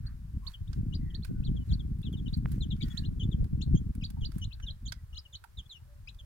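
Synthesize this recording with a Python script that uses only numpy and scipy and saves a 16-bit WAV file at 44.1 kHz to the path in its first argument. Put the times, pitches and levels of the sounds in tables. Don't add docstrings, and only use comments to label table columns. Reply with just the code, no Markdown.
import sys
import numpy as np
from scipy import signal
from scipy.io import wavfile

SR = 44100
rng = np.random.default_rng(int(sys.argv[2]) if len(sys.argv) > 2 else 0)


def put_to_file(sound):
    columns = np.atleast_2d(sound).T
    safe = np.clip(columns, -1, 1)
    whole_steps = np.round(safe * 32767)
    wavfile.write(sys.argv[1], SR, whole_steps.astype(np.int16))


N = 275625
TIME = np.arange(N) / SR


def from_db(db):
    return 10 ** (np.asarray(db) / 20)


def unit_power(x):
    return x / np.sqrt(np.mean(x ** 2) + 1e-20)


def at_hz(points, hz):
    freqs, values = np.transpose(points)
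    return np.interp(np.log(hz), np.log(freqs), values)


def butter(x, hz, kind, order=2):
    sos = signal.butter(order, np.clip(hz, 10, .45 * SR), kind, fs=SR, output="sos")
    return signal.sosfilt(sos, x + 1e-18)


def sides(pan_db):
    gains = from_db(np.array([[.5], [-.5]]) * pan_db)
    return gains / np.sqrt(np.mean(gains ** 2, axis=0))


def drift(hz, size):
    return unit_power(butter(rng.standard_normal(size + SR // 4), hz, "low")[-size:])


def add(out, s, sound):
    start = int(np.clip(round(s * SR), 0, N - 1))
    out[:, start:start + sound.shape[-1]] += sound[..., :N - start]


def coloured_noise(colour, likeness, low_hz, high_hz):
    edges = np.geomspace(low_hz, high_hz, round(2 * np.log2(high_hz / low_hz)) + 1)
    out, white = 0, rng.standard_normal((2, 2, N))
    for k, band in enumerate(zip(edges, edges[1:])):
        mid, side = butter(white[k % 2], band, "band")
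        hz = np.sqrt(band[0] * band[1])
        alike = at_hz(likeness, hz)
        stereo = np.sqrt(1 + alike) * mid + np.sqrt(1 - alike) * side * [[1], [-1]]
        out = out + from_db(at_hz(colour, hz)) * stereo
    return unit_power(out)


def swirls(low_hz, high_hz, per_s, spread_db, steady_s):
    pushes = (rng.random(N) < per_s / SR) * rng.choice([-1, 1], N)
    pushes = pushes * from_db(spread_db * rng.standard_normal(N))
    flow = unit_power(butter(butter(pushes, low_hz, "high"), high_hz, "low", order=3))
    window = np.hanning(int(steady_s * SR))
    power = signal.fftconvolve(flow ** 2, window / window.sum(), "same")
    return flow / np.sqrt(power + 1e-3)


# t/s, level/dB
WIND_STRENGTH = [(0, -38), (.55, -39.5), (.8, -32), (1.2, -34.5), (1.5, -32), (2.0, -34), (2.4, -31.5),
                 (2.9, -32.5), (3.4, -31.5), (3.75, -32.5), (3.95, -34), (4.3, -36.5), (4.6, -40),
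                 (4.95, -42.5), (5.15, -53.5), (5.48, -54), (5.8, -49.5), (6.25, -48.5)]
# middle t/s, length/s, rumble change/dB, flutter change/dB
GUSTS_AND_LULLS = [(.03, 0.093, 8, 2.5), (0.374, 0.089, 1, 11), (0.546, 0.14, -7.5, -23),
                   (0.794, 0.097, 4, 6), (1.26, .1, -2, -10), (1.312, 0.075, -3.5, 9.5),
                   (1.42, 0.093, -2, -1), (1.516, 0.14, 6, 7.5), (1.647, 0.068, -3.5, -19),
                   (1.714, .06, 11, 8.5), (2.037, 0.11, -11, 1.5), (2.127, 0.13, -3, 5.5),
                   (2.455, 0.055, 2.5, 2.5), (2.905, 0.064, -7, -6.5), (3.416, 0.14, 5.5, 5.5),
                   (3.495, 0.073, -8.5, -13), (3.726, 0.2, 5.5, 7.5), (3.95, 0.11, -4, 1.5),
                   (4.235, 0.17, 6.5, 9.5), (4.368, 0.059, -1, 20.5), (4.469, 0.071, 11, 2),
                   (4.556, .12, -1.5, -24), (4.684, 0.051, 5.5, 13.5), (4.79, 0.063, -11, -14),
                   (4.863, 0.13, 8, 14.5), (5.163, 0.16, 12.5, -4), (5.286, 0.039, -5, 0),
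                   (5.345, 0.054, 13.5, 0), (5.458, 0.11, -5, 2), (5.586, 0.091, 14, 15),
                   (5.708, 0.16, -8, -2)]
def wind(stiff_wind_db=-32.5, flutter_growth=2.61, slap_growth=0.69, lag_s=0.001, veer_s=0.00042):
    rumble_db = np.interp(TIME, *np.transpose(WIND_STRENGTH))
    flutter_db = -36 + flutter_growth * (rumble_db - stiff_wind_db)
    levels = np.array([rumble_db, flutter_db])
    for s, length, *change_db in GUSTS_AND_LULLS:
        add(levels, s - length / 2, np.outer(change_db, np.hanning(int(length * SR))))
    rumble_db, flutter_db = levels
    slap_db = flutter_db - 14 + slap_growth * (flutter_db + 34)
    lumps = from_db(3 * drift(25.8, N))

    def stream():
        big = swirls(29.9, 82.8, per_s=250, spread_db=2.9, steady_s=0.14) * from_db(rumble_db - 2)
        small = swirls(119.7, 163, per_s=160, spread_db=4.7, steady_s=0.081) * from_db(flutter_db - 1)
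        slaps = swirls(267, 302, per_s=70, spread_db=1.94, steady_s=0.089) * from_db(slap_db)
        body = butter((big + small) * lumps, 285, "low", order=4)
        return body + butter(slaps * lumps, 330, "low", order=3)

    left = stream()
    delay_s = lag_s + veer_s * drift(10, N)
    right = np.interp(TIME - delay_s, TIME, left)
    width = from_db(-18) * stream() * [[1], [-1]]
    return (np.array([left, right]) + width) * sides(0.88)


# f/Hz, relative level/dB
AIR_COLOUR = [(300, 9), (600, -0.5), (900, 5), (1500, 5), (2400, -2.5), (4000, -2.5), (7000, -5),
              (12000, -5), (16000, -5)]
def still_air(level_db=-70.5, pan_db=-1.5):
    hiss = coloured_noise(AIR_COLOUR, likeness=[(300, 0.06), (3000, 0.019)], low_hz=300, high_hz=16000)
    return from_db(level_db) * hiss * sides(pan_db)


# t/s, length/s, start f/Hz, end f/Hz, blur/Hz, level/dB
SCUFF_AND_CALLS = [(0.024, 0.12, 1650, 1568, 290, -66.5), (0.417, 0.11, 1080, 1012, 71, -62.5),
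                   (0.981, 0.25, 2020, 1764, 85, -69), (1.257, 0.2, 1490, 1477, 47, -73),
                   (1.663, 0.16, 1560, 1545, 10, -77), (2.798, 0.28, 1980, 1695, 70, -65.5),
                   (2.821, 0.187, 1514, 1398, 59, -71), (4.511, 0.24, 1550, 1635, 100, -74.5),
                   (4.636, 0.16, 585, 593, 6, -76), (5.112, 0.133, 1300, 1240, 48, -75.5),
                   (4.93, 0.083, 2010, 1950, 20, -74), (5.236, 0.14, 580, 546, 9.5, -79),
                   (5.835, 0.18, 580, 584, 5, -72.5), (6.17, 0.18, 570, 570, 6, -73)]
def scuff_and_far_calls(pan_db=-5):
    out = np.zeros((2, N))
    for s, length, start_hz, end_hz, blur_hz, db in SCUFF_AND_CALLS:
        size = int(length * SR)
        phase = 2 * np.pi * np.cumsum(np.linspace(start_hz, end_hz, size)) / SR
        band = drift(blur_hz, size) * np.sin(phase) + drift(blur_hz, size) * np.cos(phase)
        add(out, s, from_db(db) * np.sqrt(np.hanning(size)) * band)
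    return out * sides(pan_db)


GLIDE_CURVE = 1.3
SOFT_END_DB = -7.5


def leap(dip_s, leap_s, start_hz, low_hz, top_hz, dip_db, leap_db, top_db):
    hook_s, hook_share, hook_db = 0.0151, 0.78, -17
    t = np.arange(-dip_s, leap_s + hook_s, 1 / SR)
    dip = np.clip(-t / dip_s, 0, 1) ** GLIDE_CURVE
    climb = np.sin(np.pi / 2 * np.clip(t / leap_s, 0, 1)) ** GLIDE_CURVE
    hook = hook_share * np.clip((t - leap_s) / hook_s, 0, 1) ** 2
    hz = low_hz + (start_hz - low_hz) * dip + (top_hz - low_hz) * (climb - hook)
    stages_s = [-dip_s, -dip_s / 3, leap_s / 2, leap_s, leap_s + hook_s]
    stages_db = [dip_db + SOFT_END_DB, dip_db, leap_db, top_db, top_db + hook_db]
    return hz, np.interp(t, stages_s, stages_db)


def slide(length, start_hz, end_hz, db):
    progress = np.linspace(0, 1, int(length * SR))
    hz = end_hz + (start_hz - end_hz) * (1 - progress) ** GLIDE_CURVE
    return hz, db + np.interp(progress, [0, .5, 1], [SOFT_END_DB, 0, SOFT_END_DB])


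# f/Hz, level change/dB
BEAK_RESONANCE = [(4600, 10.5), (5800, -4.5), (6700, 6.5), (7600, -8), (9000, -21), (10000, -33)]
def peep(hz, level_db, overtone_db, pan_db, quaver=.012, flicker_db=1.35, edge_s=0.0047, lag_s=0.000565):
    size = len(hz)
    t = TIME[:size]
    hz = hz * (1 + quaver * drift(310, size))
    phase = 2 * np.pi * (np.cumsum(hz) / SR - hz * lag_s * np.array([[0], [1]]))
    swell = np.sin(np.pi / 2 * np.clip(np.minimum(t, t[::-1]) / edge_s, 0, 1))
    tone = np.sin(phase) * sides(pan_db - 14 * np.log2(hz / 3260))
    overtone = np.sin(2 * phase) * from_db(overtone_db + at_hz(BEAK_RESONANCE, 2 * hz)) * sides(-4)
    return swell * from_db(level_db + flicker_db * drift(200, size)) * (tone + overtone)


# turn t/s, dip length/s, leap length/s, start f/Hz, low f/Hz, top f/Hz,
# dip level/dB, leap level/dB, top level/dB, overtone level/dB, pan/dB (levels are relative)
LEAPING_PEEPS = [(0.062, 0.006, 0.008, 2410, 4000, 4430, -65, -54, -45.5, -7, 1.5),
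                 (0.464, 0.0037, 0.012, 2650, 3000, 4480, -68, -40, -33.5, -16, -15),
                 (0.6767, 0.006, 0.0047, 2460, 3330, 3760, -62, -57, -61, -24, 20),
                 (0.9343, 0.012, 0.021, 2900, 2880, 4810, -48.5, -45, -42, -21, 10),
                 (1.1441, 0.0057, 0.01, 2640, 3210, 4440, -54.5, -42, -39, -22, -11),
                 (1.224, 0.006, 0.012, 2120, 3400, 4310, -65, -57, -46, -32, -3),
                 (1.4344, 0.0054, 0.018, 2450, 2640, 4340, -57, -56, -44, -27, 0),
                 (1.7218, 0.032, 0.015, 4410, 3160, 4540, -53.5, -45.5, -38.5, -18, 12.5),
                 (2.0332, 0.0054, 0.0066, 3250, 3680, 4060, -46, -60, -57, -29, 18),
                 (2.2775, 0.02, 0.0079, 3160, 2870, 3786, -47.5, -49.5, -48.5, -24, 10),
                 (2.3297, 0.0069, 0.012, 2300, 3360, 4480, -67, -42, -36.5, -19, -8),
                 (2.7229, 0.015, 0.0069, 2904, 2830, 3770, -50, -55, -52, -23, -2),
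                 (2.8135, 0.011, 0.022, 2267, 2287, 4620, -48.5, -46, -43.5, -21, 1),
                 (2.9683, 0.0078, 0.017, 3260, 2600, 4450, -71, -32, -34.5, -12.5, -18),
                 (3.045, 0.01, 0.018, 2920, 2820, 4200, -49, -48.5, -46.5, -25, 7),
                 (3.2267, 0.031, 0.0092, 3380, 2957, 3540, -38, -46.5, -41, -23, 7),
                 (3.6128, 0.0055, 0.017, 3730, 2730, 4320, -53, -38.5, -40.5, -9.5, 20),
                 (3.7692, 0.02, 0.01, 3430, 3040, 3340, -51.5, -51.5, -51.5, -7.5, -6),
                 (4.0307, 0.022, 0.022, 3060, 2416, 4635, -50, -40.5, -35, -17.5, 1.5),
                 (4.243, 0.034, 0.0176, 3410, 2910, 4680, -48, -39.5, -36.5, -21, -2),
                 (4.4387, 0.024, 0.014, 3056, 2913, 4150, -41, -44, -50, -11.5, 5),
                 (4.519, 0.015, 0.02, 3000, 2580, 4440, -56.5, -46, -48, -31, 10),
                 (4.6956, 0.032, 0.013, 3920, 3110, 4150, -39, -46, -41, -37, 1),
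                 (4.873, 0.02, 0.017, 3720, 3075, 4430, -46, -44, -42, -7, -12),
                 (5.1398, 0.013, 0.019, 3080, 2790, 4250, -52, -57, -52, -15, 3),
                 (5.1713, 0.017, 0.022, 2920, 2920, 5140, -50, -39, -45, -15, 9),
                 (5.3483, 0.023, 0.013, 3770, 2995, 4410, -48, -39, -44.5, -14, -1),
                 (6.0842, 0.012, 0.01, 2280, 2620, 4060, -43, -48.5, -46.5, -17, 11)]
# t/s, length/s, start f/Hz, end f/Hz, level/dB, overtone level/dB, pan/dB
SLIDING_PEEPS = [(0.5352, 0.027, 3370, 2970, -44.5, -41, 3), (1.099, 0.018, 3370, 2950, -55, -34, 4),
                 (1.4606, 0.027, 4220, 3000, -46.5, -27, 11), (1.5624, 0.024, 3550, 3010, -51, -27, 10),
                 (1.597, 0.045, 3050, 2930, -64, -20, 0), (1.793, 0.024, 3670, 3220, -47.5, -33, 9),
                 (2.031, 0.019, 2740, 2660, -53, -30, -18), (2.047, 0.041, 3980, 2960, -45.5, -32, 14),
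                 (2.125, 0.032, 3520, 2870, -47, -22.5, 4), (2.168, 0.037, 3790, 3240, -52.5, -32, 12),
                 (2.6058, 0.045, 4250, 3020, -41.5, -20, 10), (2.7038, 0.033, 4000, 3060, -39, -32.5, 15),
                 (2.809, 0.03, 4025, 3055, -38, -26, 14), (2.9, 0.031, 3420, 3370, -47.5, -24, 16),
                 (3.3136, 0.028, 3790, 3110, -44, -28, 13), (4.6235, 0.028, 3130, 2890, -47, -7, 4),
                 (5.249, 0.026, 3130, 2770, -51.5, -24, 5), (5.5706, 0.042, 3920, 3050, -42, -25, -3),
                 (5.655, 0.019, 3430, 3380, -58, -24, 15), (5.693, 0.05, 4350, 3130, -44.5, -19, 1),
                 (5.741, 0.04, 3140, 2730, -49.5, -18, 21), (6.186, 0.029, 3700, 3030, -49.5, -23.5, -1)]
def chicks(gain_db=-.5, overtone_lift_db=2, echo_db=-10, echo_range_s=(.003, .009)):
    calls = [(s, slide(*shape), overtone_db, pan_db) for s, *shape, overtone_db, pan_db in SLIDING_PEEPS]
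    for turn_s, dip_s, *shape, overtone_db, pan_db in LEAPING_PEEPS:
        calls.append((turn_s - dip_s, leap(dip_s, *shape), overtone_db, pan_db))
    out = np.zeros((2, N))
    for s, (hz, level_db), overtone_db, pan_db in calls:
        sound = peep(hz, level_db, overtone_db + overtone_lift_db, pan_db)
        add(out, s, sound)
        add(out, s + rng.uniform(*echo_range_s), from_db(echo_db) * sound[::-1])
    return from_db(gain_db) * out


# t/s, length/s, level/dB
LEAF_STROKES = [(0.427, 0.15, -63.5), (0.69, 0.12, -68), (1.23, 0.07, -62.5), (1.607, 0.19, -69.5),
                (2.256, 0.14, -70.5), (2.436, 0.19, -64.5), (2.762, 0.31, -63), (4.305, 0.14, -65.5)]
# f/Hz, relative level/dB
LEAF_COLOUR = [(700, 1), (1500, 14), (4500, 4.5), (7000, 6), (12000, 2), (16000, 3)]
def rustles(crackle_db=2.5, pan_db=-6):
    strokes = np.zeros((1, N))
    for s, length, db in LEAF_STROKES:
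        add(strokes, s, from_db(db) * np.sqrt(np.hanning(int(length * SR))))
    hiss = coloured_noise(LEAF_COLOUR, likeness=[(700, 0.12), (16000, 0.13)], low_hz=640, high_hz=17200)
    crackle = from_db(crackle_db * drift(140, N))
    return strokes * unit_power(hiss * crackle) * sides(pan_db)


# t/s, relative level/dB, body/dB, crack/dB, snap/dB
BEAK_TAPS = [(0.73, -46.5, -16, 10.5, -56), (1.2468, -35, -16.5, -6, -12), (1.986, -54, -23, -16, -6),
             (2.015, -50.5, -26, -7, -8.5), (2.1264, -46.5, -24, -12, -10.5), (2.371, -48, -37, -24, -4.5),
             (2.5167, -40.5, -27, -5.5, -6.5), (2.764, -49.5, -23, -3, -22),
             (3.4416, -46.5, -22, -3.5, -12), (3.95, -46, -21.5, -9, -5.5),
             (4.1012, -39.5, -25.5, -2.5, -13), (4.317, -44.5, -19.5, -2, -15),
             (4.3807, -41.5, -20, -24, -4.5), (4.5988, -56, 0, -43, -25), (4.9207, -28, -21.5, 6.5, -47),
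             (5.439, -41.5, -15.5, -12.5, -10.5), (6.1447, -53, -33, 1, -14)]
# f/Hz, width/Hz, relative level/dB
PECK_RINGS = [(920, 43, -44), (1540, 310, 14), (2140, 740, 3), (3430, 940, -6), (4620, 720, -7),
              (7000, 2400, -8.5), (9760, 2100, -1), (13900, 9200, -1.5)]
def pecks(fade_s=0.03, rise_s=0.0012, pan_db=-7):
    out, t = np.zeros((2, N)), TIME[:SR // 10]
    for s, level_db, body_db, crack_db, snap_db in BEAK_TAPS:
        grit = rng.standard_normal((2, len(t))) * from_db(-60 * t / fade_s) * (1 - np.exp(-t / rise_s))
        colour = [(1500, body_db), (4200, crack_db), (10000, snap_db)]
        for hz, width_hz, ring_db in PECK_RINGS:
            decay = np.exp(-np.pi * width_hz / SR)
            feedback = [1, -2 * decay * np.cos(2 * np.pi * hz / SR), decay ** 2]
            ring = signal.lfilter([1, 0, -1], feedback, grit) * np.sqrt((1 - decay) / 2)
            add(out, s, ring * from_db(level_db + ring_db + at_hz(colour, hz)))
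    return out * sides(pan_db)


# t/s, relative level/dB
LOW_TAPS = [(2.155, -62), (3.256, -66), (3.44, -58), (4.102, -64), (4.166, -51.5), (4.191, -67),
            (5.441, -52), (5.799, -67)]
def low_taps(ring_hz=860, fade_s=0.077, pan_db=-4, gain_db=1.5):
    out, t = np.zeros((2, N)), TIME[:SR // 10]
    for s, db in LOW_TAPS:
        noise = rng.standard_normal((2, len(t)))
        ring = unit_power(butter(noise, [0.93 * ring_hz, 1.08 * ring_hz], "band"))
        add(out, s, from_db(db + gain_db) * ring * from_db(-60 * t / fade_s))
    return out * sides(pan_db)


def knock(at_s=2.4582, level_db=-29, low_hz=940, high_hz=1830, pan_db=-7):
    out = np.zeros((2, N))
    pulse = butter(signal.unit_impulse(SR // 20), high_hz, "low", order=4)
    pulse = butter(pulse, low_hz, "high", order=1)
    add(out, at_s, -from_db(level_db) * pulse / pulse.max())
    return out * sides(pan_db)


def yard(x, wall_s=0.0027, wall_db=-12, far_wall_s=0.015, far_wall_db=-22, fade_s=0.19, tail_db=-23):
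    t = TIME[:SR // 3]
    tail = butter(rng.standard_normal((2, len(t))), 4800, "low")
    tail *= from_db(-60 * t / fade_s) * (t > wall_s / 2)
    tail *= from_db(tail_db) / np.sqrt(np.sum(tail ** 2, axis=1, keepdims=True))
    out = x + signal.fftconvolve(x, tail, axes=1)[:, :N]
    for delay_s, db in ((wall_s, wall_db), (far_wall_s, far_wall_db)):
        for side, stretch in enumerate((1, 1.15)):
            out[side] += from_db(db) * np.interp(TIME - delay_s * stretch, TIME, x[side], left=0)
    return out


def scene():
    air = still_air()
    brood = yard(chicks() + pecks() + low_taps())
    return air + brood + rustles() + scuff_and_far_calls() + wind() + knock()


def record(dry):
    cutoff_hz = 15900
    return signal.sosfilt(signal.ellip(10, .1, 80, cutoff_hz, fs=SR, output="sos"), dry)


dry = scene()
out = record(dry)
put_to_file(out)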